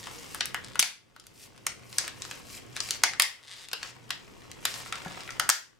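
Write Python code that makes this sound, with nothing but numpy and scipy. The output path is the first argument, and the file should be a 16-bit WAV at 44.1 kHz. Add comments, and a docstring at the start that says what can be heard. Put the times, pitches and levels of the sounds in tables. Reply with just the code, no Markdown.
"""Sharp snaps and scraping: scissors bite through the plastic shell of a floppy disk.
The shell bends, creaks and cracks, while the blades scrape and chatter along the cut.
Hand and handles bump softly; the table and the small room echo over a low rumble and hum.
The camera turns its volume down at the loudest snaps, then lets the room noise swell back slowly."""
import sys
import numpy as np
from scipy import signal
from scipy.fft import rfft, irfft, next_fast_len
from scipy.io import wavfile
from scipy.ndimage import uniform_filter1d, minimum_filter1d, map_coordinates

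SR = 44100
rng = np.random.default_rng(int(sys.argv[2]) if len(sys.argv) > 2 else 0)


def to_wav(s):
    """Save 16-bit WAV."""
    ch = np.atleast_2d(s).T  # columns
    pcm = np.round(np.clip(ch, -1, 1) * 32767)  # PCM
    wavfile.write(sys.argv[1], SR, pcm.astype(np.int16))


N = 255376
TIME = np.arange(N) / SR
FLEX_HZ, CRACK_HZ = 1500, 4000  # pitches of a typical piece of the shell
TEAR_S, TEAR_DB = .003, -12  # the plastic starts to give just before it breaks
# The grip alone, between strokes: creak_db, scrape_db, hiss_db
GRIP_DB = (-56, -61.5, -68.5)


def snaps(small_ticks, flex_q=1.87, crack_q=1.3, edge_hz=9800, edge_width_hz=3500):
    """Each break knocks the handles, rings the bent shell, cracks and ticks the steel edge."""
    # Breaks in the shell: start_s, crack_db, flex_db, edge_db, crack_hz, flex_hz
    breaks = [(0.0709, -40, -32.5, -48, 3400, 1000), (0.3468, -37, -31.5, -31, 4270, 1240),
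              (0.4078, -19, -21.5, -41, 3470, 2060), (0.4567, -31, -36, -28, 7800, 1980),
              (0.5454, -32, -22, -32.5, 3700, 1720), (0.646, -37, -47, -51, 6800, 1350),
              (0.7564, -35.5, -31, -41, 3120, 1140), (0.7941, 11, -2.5, 4, 4070, 2120),
              (0.799, -6, -17.5, 8.5, 3960, 2020), (0.827, 2, -2, -7, 3970, 1650),
              (1.1635, -37.5, -31.5, -44, 4350, 1350), (1.1986, -32, -51.5, -42.5, 6200, 1850),
              (1.268, -34.5, -46, -36.5, 5030, 1690), (1.6672, -16, -21.5, -22.5, 7300, 1400),
              (1.928, -36, -44, -60, 4030, 1680), (1.9843, -13, -24, -21, 7800, 1690),
              (2.0794, -30, -33.5, -35.5, 3200, 1410), (2.2207, -28, -43, -59, 4870, 1770),
              (2.2512, -35, -39.5, -52, 4800, 1270), (2.312, -33.5, -32.5, -41, 4600, 1640),
              (2.7654, -31, -31, -39, 5000, 1880), (2.773, -36, -40, -49, 4450, 1420),
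              (2.8041, -21, -35.5, -62, 5170, 1370), (2.908, -19, -35, -28, 4500, 1820),
              (3.037, -7, -10, -15.5, 5000, 1460), (3.1353, -34, -29, -56, 4000, 1660),
              (3.1985, 7.5, 6.5, 4.5, 4500, 1870), (3.2214, 3.5, -29, 1.5, 4850, 1830),
              (3.6861, -30, -38, -37.5, 4370, 1500), (3.715, -29, -33.5, -53, 4000, 1700),
              (3.7324, -14.5, -21.5, -23.5, 3030, 1420), (3.83, -22.5, -24.5, -46, 3700, 1650),
              (4.106, -19, -23.5, -32, 3400, 1570), (4.5154, -37, -43.5, -45, 4800, 1840),
              (4.6536, -17, -22.5, -21.5, 4540, 1570), (4.741, -30, -40, -51, 3800, 1410),
              (4.8607, -45, -36, -58, 3700, 1290), (4.9252, -29.5, -24.5, -41, 4040, 1590),
              (4.9559, -35, -34.5, -49, 3740, 1940), (5.2061, -37, -44, -62, 2930, 1310),
              (5.277, -46, -37, -49.5, 4100, 1840), (5.2911, -52, -32, -55, 3480, 1620),
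              (5.3061, -34.5, -37, -52, 6200, 1600), (5.3977, -19, -17.5, -24, 4840, 1466),
              (5.4919, 1, -1, -3, 6900, 1630), (5.4997, 10.5, 2.5, 6, 5530, 1606)]
    out = np.zeros((3, N))  # left, right, into the room
    for start, crack_db, flex_db, edge_db, crack_hz, flex_hz in breaks + small_ticks:
        knock_db = flex_db - 11.5 - 12 * np.log2(flex_hz / FLEX_HZ)  # a deeper flex knocks harder
        knock = fracture(lambda f: resonance(f, 920, 560) * band(f, 107.6, 1250, order=2),
                         fade_s=0.0053, stereo=0.45)
        flex = fracture(lambda f: resonance(f, flex_hz, flex_hz / flex_q) * band(f, 730, 3200),
                        fade_s=0.012, stereo=0.22)
        crack = fracture(
            lambda f: resonance(f, crack_hz, crack_hz / crack_q) * band(f, 2365, 9100, order=5),
            fade_s=0.011, stereo=0.42)
        edge = fracture(lambda f: resonance(f, edge_hz, edge_width_hz) * band(f, 7300, 14200),
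                        fade_s=0.0036, stereo=0.87)
        gains = amp([knock_db, flex_db, crack_db, edge_db])
        parts = gains[:, None, None] * np.array([knock, flex, crack, edge])
        # out in the room, the powers of the four parts add up
        spectrum = np.linalg.norm(rfft(parts[:, 2]), axis=0)
        to_room = np.roll(irfft(spectrum), round(TEAR_S * SR))
        add(out, start - TEAR_S, np.vstack([parts[:, :2].sum(axis=0), to_room]))
    return out


def fracture(response, fade_s, stereo, click=3.27, evenness=0.43):
    """A short tear, one break and a burst of tiny ones set a part ringing: left, right, into the room."""
    t = (np.arange(1024) - round(TEAR_S * SR)) / SR
    envelope = np.where(t < 0, amp(TEAR_DB) * (1 + t / TEAR_S), amp(-60 * np.abs(t) / fade_s))
    mid, side = rng.standard_normal((2, len(t))) * envelope
    mid = mid + click * (t == 0)
    rung = filtered(np.array([mid + stereo * side, mid - stereo * side, t == 0]), response)
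    direct, clean_ring = unit(rung[:2]), unit(rung[2])
    # over all directions, the burst's ragged tone partly evens out
    to_room = unit(evenness * clean_ring + (1 - evenness) * direct.mean(axis=0))
    return np.vstack([direct, to_room]) * np.sqrt(.002 * SR / len(t))  # energy of 2 ms at level 1


def ticks(creak, per_s=6.5, follow=.45, scatter_db=6, scatter_octaves=.2):
    """Tiny breaks at chance moments, stronger while the shell creaks; gives rows for snaps()."""
    count = int(per_s * N / SR)
    rows = []
    for k, (when, size, sharpness, pitch) in enumerate(rng.uniform(-1, 1, (count, 4))):
        start = (k + .5 + when / 2) / count * TIME[-1]
        above_rest_db = 20 * np.log10(creak[int(start * SR)]) - GRIP_DB[0]
        strength_db = follow * above_rest_db + scatter_db * size
        flex_db, edge_db = strength_db - 54.5, strength_db - 58
        crack_db = flex_db + scatter_db * sharpness
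        shift = 2 ** (scatter_octaves * pitch)
        rows.append((start, crack_db, flex_db, edge_db, CRACK_HZ * shift, FLEX_HZ * shift))
    return rows


def stroke_strengths():
    """Each stroke of the blades lifts the creak, scrape and hiss above those of the resting grip."""
    # Strokes through the shell: start_s, end_s, creak_db, scrape_db, hiss_db
    strokes = [(0.0, 0.384, -55, -52, -56), (1.422, 1.444, -66, -45.5, -45.5),
               (1.923, 2.0, -69, -53, -52.5), (2.035, 2.076, -43, -44.5, -57),
               (2.22, 2.393, -55.5, -54, -57), (2.518, 2.58, -59, -48, -51.5),
               (2.85, 2.95, -51.5, -44, -50), (3.4, 3.555, -48, -53, -60), (3.567, 3.64, -48, -43.5, -49.5),
               (3.843, 3.893, -42.5, -42.5, -55), (4.702, 4.805, -47.5, -45.5, -49),
               (4.865, 4.887, -54, -50, -57), (4.968, 5.229, -47, -55, -63.5),
               (5.26, 5.375, -54.5, -61, -65)]
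    power = amp(GRIP_DB)[:, None] ** 2 * np.ones(N)
    for start, end, *levels_db in strokes:
        power += (amp(levels_db)[:, None] * swell(start, end)) ** 2
    return np.sqrt(power)


def friction(creak, scrape, hiss):
    """The shell creaks in the hand, the blades scrape, and cut edges hiss past each other."""
    # The tone of each kind of rubbing: pitch_hz, level_db
    creak_tone = [(150, -18), (450, -3), (800, 1), (1150, 3), (1600, -2), (2200, -1.5), (3200, -3.5),
                  (6000, -26)]
    scrape_tone = [(900, -25), (1800, -5), (2500, 0), (3600, -3), (5000, 2), (7500, -1), (9500, -11),
                   (13000, -33)]
    hiss_tone = [(4000, -41.5), (8000, -0.5), (10000, -2.5), (12000, -3.5), (15500, -12.5), (17000, -26)]
    return (creak * grainy_noise(creak_tone, grain_db=4.0, grains_per_s=250, stereo=0.79)
            + scrape * grainy_noise(scrape_tone, grain_db=4.0, grains_per_s=480, stereo=0.15)
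            + hiss * grainy_noise(hiss_tone, grain_db=3.5, grains_per_s=370, stereo=0.78))


def grainy_noise(tone, grain_db, grains_per_s, stereo):
    """Rubbing noise whose strength jumps from one tiny catch to the next."""
    mid, side = rng.standard_normal((2, N)) * amp(grain_db * wobble(grains_per_s))
    return unit(shape_tone(np.array([mid + stereo * side, mid - stereo * side]), tone))


def chatter(unevenness=0.45, scatter_db=2, boost_db=22):
    """A blade sticks and slips along the cut, and each slip rings the shell."""
    # Runs of slips: start_s, end_s, typical_slips_per_s, relative_level_db
    runs = [(0.03, 0.07, 71, -36.5), (0.64, 0.756, 65, -41), (1.38, 1.44, 78, -48),
            (2.757, 2.782, 290, -39), (3.43, 3.483, 150, -32), (3.48, 3.549, 150, -27),
            (3.55, 3.662, 165, -32.5), (4.762, 4.885, 55, -41), (4.982, 5.25, 40, -41)]
    # The shell's ringing tones: pitch_hz, width_hz, level_db
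    shell_tones = [(1830, 280, 1.5), (3550, 610, 3.5), (5000, 1500, -2), (8720, 1800, -6)]
    pulses = np.zeros(N)
    pace = np.exp(unevenness * wobble(110))
    for start, end, rate, db in runs:
        slips_so_far = np.ceil(np.cumsum(rate * pace * (TIME > start) * (TIME < end)) / SR)
        pulses += amp(db) * np.diff(slips_so_far, prepend=0)
    pulses *= amp(boost_db + scatter_db * rng.standard_normal(N))
    shell = lambda f: sum((-1) ** k * amp(db) * resonance(f, hz, width)
                          for k, (hz, width, db) in enumerate(shell_tones))
    return filtered(pulses, lambda f: shell(f) * band(f, 1210, 11000))


def bumps(attack_s=0.00096):
    """The grip shifts, making dull knocks that die quickly."""
    # Bumps of hand and handles: start_s, level_db, pitch_hz, fade_s (time to fall 60 dB)
    knocks = [(0.795, -7, 210, 0.013), (0.795, -15, 480, 0.022), (3.198, -21, 198, 0.017),
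              (3.731, -28, 453, 0.036), (5.052, -33.5, 1440, 0.033), (5.061, -22, 820, 0.016),
              (5.062, -30.5, 173, 0.052), (5.07, -31, 1710, 0.026), (5.5, -13.5, 737, 0.018)]
    out, t = np.zeros(N), np.arange(SR // 4) / SR
    for start, db, hz, fade_s in knocks:
        envelope = amp(db - 60 * t / fade_s) * (1 - np.exp(-t / attack_s))
        add(out, start, envelope * np.sin(2 * np.pi * hz * t))
    return out


def squeak(start_s=0.099, end_s=0.183, start_hz=443, rise_hz_per_s=337, level_db=-52.5):
    """A faint, unsteady tone rises as the blades start to close."""
    hz = start_hz + rise_hz_per_s * np.clip(TIME - start_s, 0, end_s - start_s)
    phase = 2 * np.pi * np.cumsum(hz) / SR + .6 * wobble(51)
    return amp(level_db) * swell(start_s, end_s) * np.sin(phase)


def table_echo(x, delay_s=.0054, echo_db=-11, dull_hz=7000):
    """The table top sends back a softer, duller copy."""
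    return amp(echo_db) * filtered(x, lambda f: np.exp(-2j * np.pi * f * delay_s) / (1 + 1j * f / dull_hz))


def room_echo(x, build_s=0.00078, hand_positions=12):
    """The walls answer with a short tail that changes as the hands move."""
    # How long the echo takes to fall 60 dB: pitch_hz, fade_s
    fade_times = [(200, 0.45), (800, 0.28), (2000, 0.3), (5500, 0.27), (10000, 0.26), (15000, 0.23)]
    # How alike the echo is left and right: pitch_hz, likeness (-1 to 1)
    likeness = [(100, 0.25), (300, 0.81), (700, 0.92), (1400, 0.36), (3000, 0.26), (7000, 0.047),
                (15000, -0.32)]
    # The echo's tone: pitch_hz, level_db
    wall_tone = [(200, -3), (500, 0), (1000, -1), (2000, 2.5), (4500, 1), (8000, -3.5), (12000, -8),
                 (16000, -0.5)]
    out = np.zeros((2, N))
    for part in np.array_split(np.arange(N), hand_positions):
        hz, t, noise = signal.stft(rng.standard_normal((2, SR // 2)), SR, nperseg=256)
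        fade = amp(-60 * t / along(fade_times, hz)[:, None])
        tail = signal.istft(noise * fade, SR, nperseg=256)[1]
        tail = shape_tone(spread(tail, likeness), wall_tone)
        tail *= 1 - np.exp(-TIME[:tail.shape[1]] / build_s)
        tail /= np.linalg.norm(tail[0])
        add(out, TIME[part[0]], signal.fftconvolve(x[None, part], tail, axes=1))
    return out


def background(air_db=-51, hum_db=-61, hum_hz=121.3):
    """Room noise drifts a little in strength, and a low hum wavers in pitch and level."""
    # The room noise's tone: pitch_hz, level_db
    air_tone = [(20, -15), (32, -0.5), (50, -2.5), (95, 4), (160, 1), (300, 0), (500, -3), (1000, -22.5),
                (2500, -36), (7000, -48.5), (15000, -45)]
    # How alike that noise is left and right: pitch_hz, likeness (-1 to 1)
    likeness = [(35, 0.14), (70, -0.17), (130, -0.26), (300, -0.26), (700, -0), (3000, .4), (15000, -0.046)]
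    air = unit(shape_tone(spread(rng.standard_normal((2, N)), likeness), air_tone))
    hum_phase = 2 * np.pi * hum_hz * TIME + 0.87 * wobble(14)
    hum = unit(np.sin(hum_phase) * amp(4.4 * wobble(10)))
    return amp(air_db + 0.53 * wobble(8.9)) * air + amp(hum_db) * hum


def amp(db):
    """Turn decibels into a multiplier."""
    return 10 ** (np.asarray(db) / 20)


def unit(x):
    """Scale a sound to an average (rms) level of 1."""
    return x / np.sqrt(np.mean(x ** 2) + 1e-20)


def along(points, hz):
    """Read between (pitch_hz, value) points, with octaves evenly spaced."""
    pitches, values = np.transpose(points)
    return np.interp(np.log(hz + 1), np.log(pitches), values)


def wobble(rate):
    """A smooth curve through `rate` random points a second."""
    return map_coordinates(rng.standard_normal(int(N * rate / SR) + 4), [TIME * rate])


def swell(start, end, rise_s=0.054, fall_s=0.02):
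    """Rise until start, hold until end, then fade."""
    return np.exp(-np.maximum(start - TIME, 0) / rise_s - np.maximum(TIME - end, 0) / fall_s)


def filtered(x, response):
    """Scale and delay each frequency f of a sound by response(f)."""
    n = x.shape[-1]
    padded = next_fast_len(n + min(n, 4096))
    return irfft(rfft(x, padded) * response(np.fft.rfftfreq(padded, 1 / SR)), padded)[..., :n]


def shape_tone(x, tone):
    """Filter a sound by (pitch_hz, level_db) points."""
    return filtered(x, lambda f: amp(along(tone, f)))


def resonance(f, pitch_hz, width_hz):
    """A filter that rings at one pitch; a wider one dies sooner."""
    return 1j * f * width_hz / (pitch_hz ** 2 - f ** 2 + 1j * f * width_hz)


def band(f, low_hz, high_hz, order=3):
    """A filter that keeps what lies between two pitches."""
    b, a = signal.butter(order, [low_hz, high_hz], "bandpass", analog=True)
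    return signal.freqs(b, a, f)[1]


def spread(pair, likeness):
    """Blend two unrelated noises into left and right with the given likeness."""
    angle = lambda f: np.arccos(np.clip(along(likeness, f), -1, 1)) / 2
    mid, side = filtered(pair, lambda f: np.array([np.cos(angle(f)), np.sin(angle(f))]))
    return np.array([mid + side, mid - side])


def add(track, start_s, sound):
    """Mix a sound into the track at start_s."""
    part = track[..., round(start_s * SR):][..., :sound.shape[-1]]
    part += sound[..., :part.shape[-1]]


def scene(left_db=1.0, room_db=-5.0):
    """The cutting, a little to the left, with its echoes and the background."""
    creak, scrape, hiss = stroke_strengths()
    handling = friction(creak, scrape, hiss) + chatter() + bumps() + squeak()
    breaks = snaps(ticks(creak))
    direct = breaks[:2] + handling
    to_room = breaks[2] + handling.mean(axis=0)
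    heard = direct + table_echo(direct) + amp(room_db) * room_echo(to_room)
    return heard * amp([[left_db], [-left_db]]) + background()


def gain_control(x, ceiling_db=-7.0, recovery_s=0.32, deepest_db=-22.0):
    """The volume falls just before a loud, bright peak and creeps back."""
    brightened = x + np.diff(x, prepend=0)
    power = uniform_filter1d(np.mean(brightened ** 2, axis=0), size=132)
    excess = np.clip(np.sqrt(np.abs(power)) / amp(ceiling_db), 1, amp(-deepest_db)) - 1
    fade = np.exp(-TIME / recovery_s)
    held_excess = np.maximum.accumulate(excess / fade) * fade  # the biggest recent peak, dying away
    gain = 1 / (1 + held_excess)
    return x * uniform_filter1d(minimum_filter1d(gain, size=300), size=150)


def record(dry, peak_limit=.8, top_hz=16100):
    """The camera adjusts its volume, rounds off the tallest peaks and cuts the highest treble."""
    held = gain_control(dry)
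    rounded = held / (1 + (held / peak_limit) ** 4) ** (1 / 4)
    return filtered(rounded, lambda f: 1 / np.sqrt(1 + (f / top_hz) ** 160))


dry = scene()
out = record(dry)
to_wav(out)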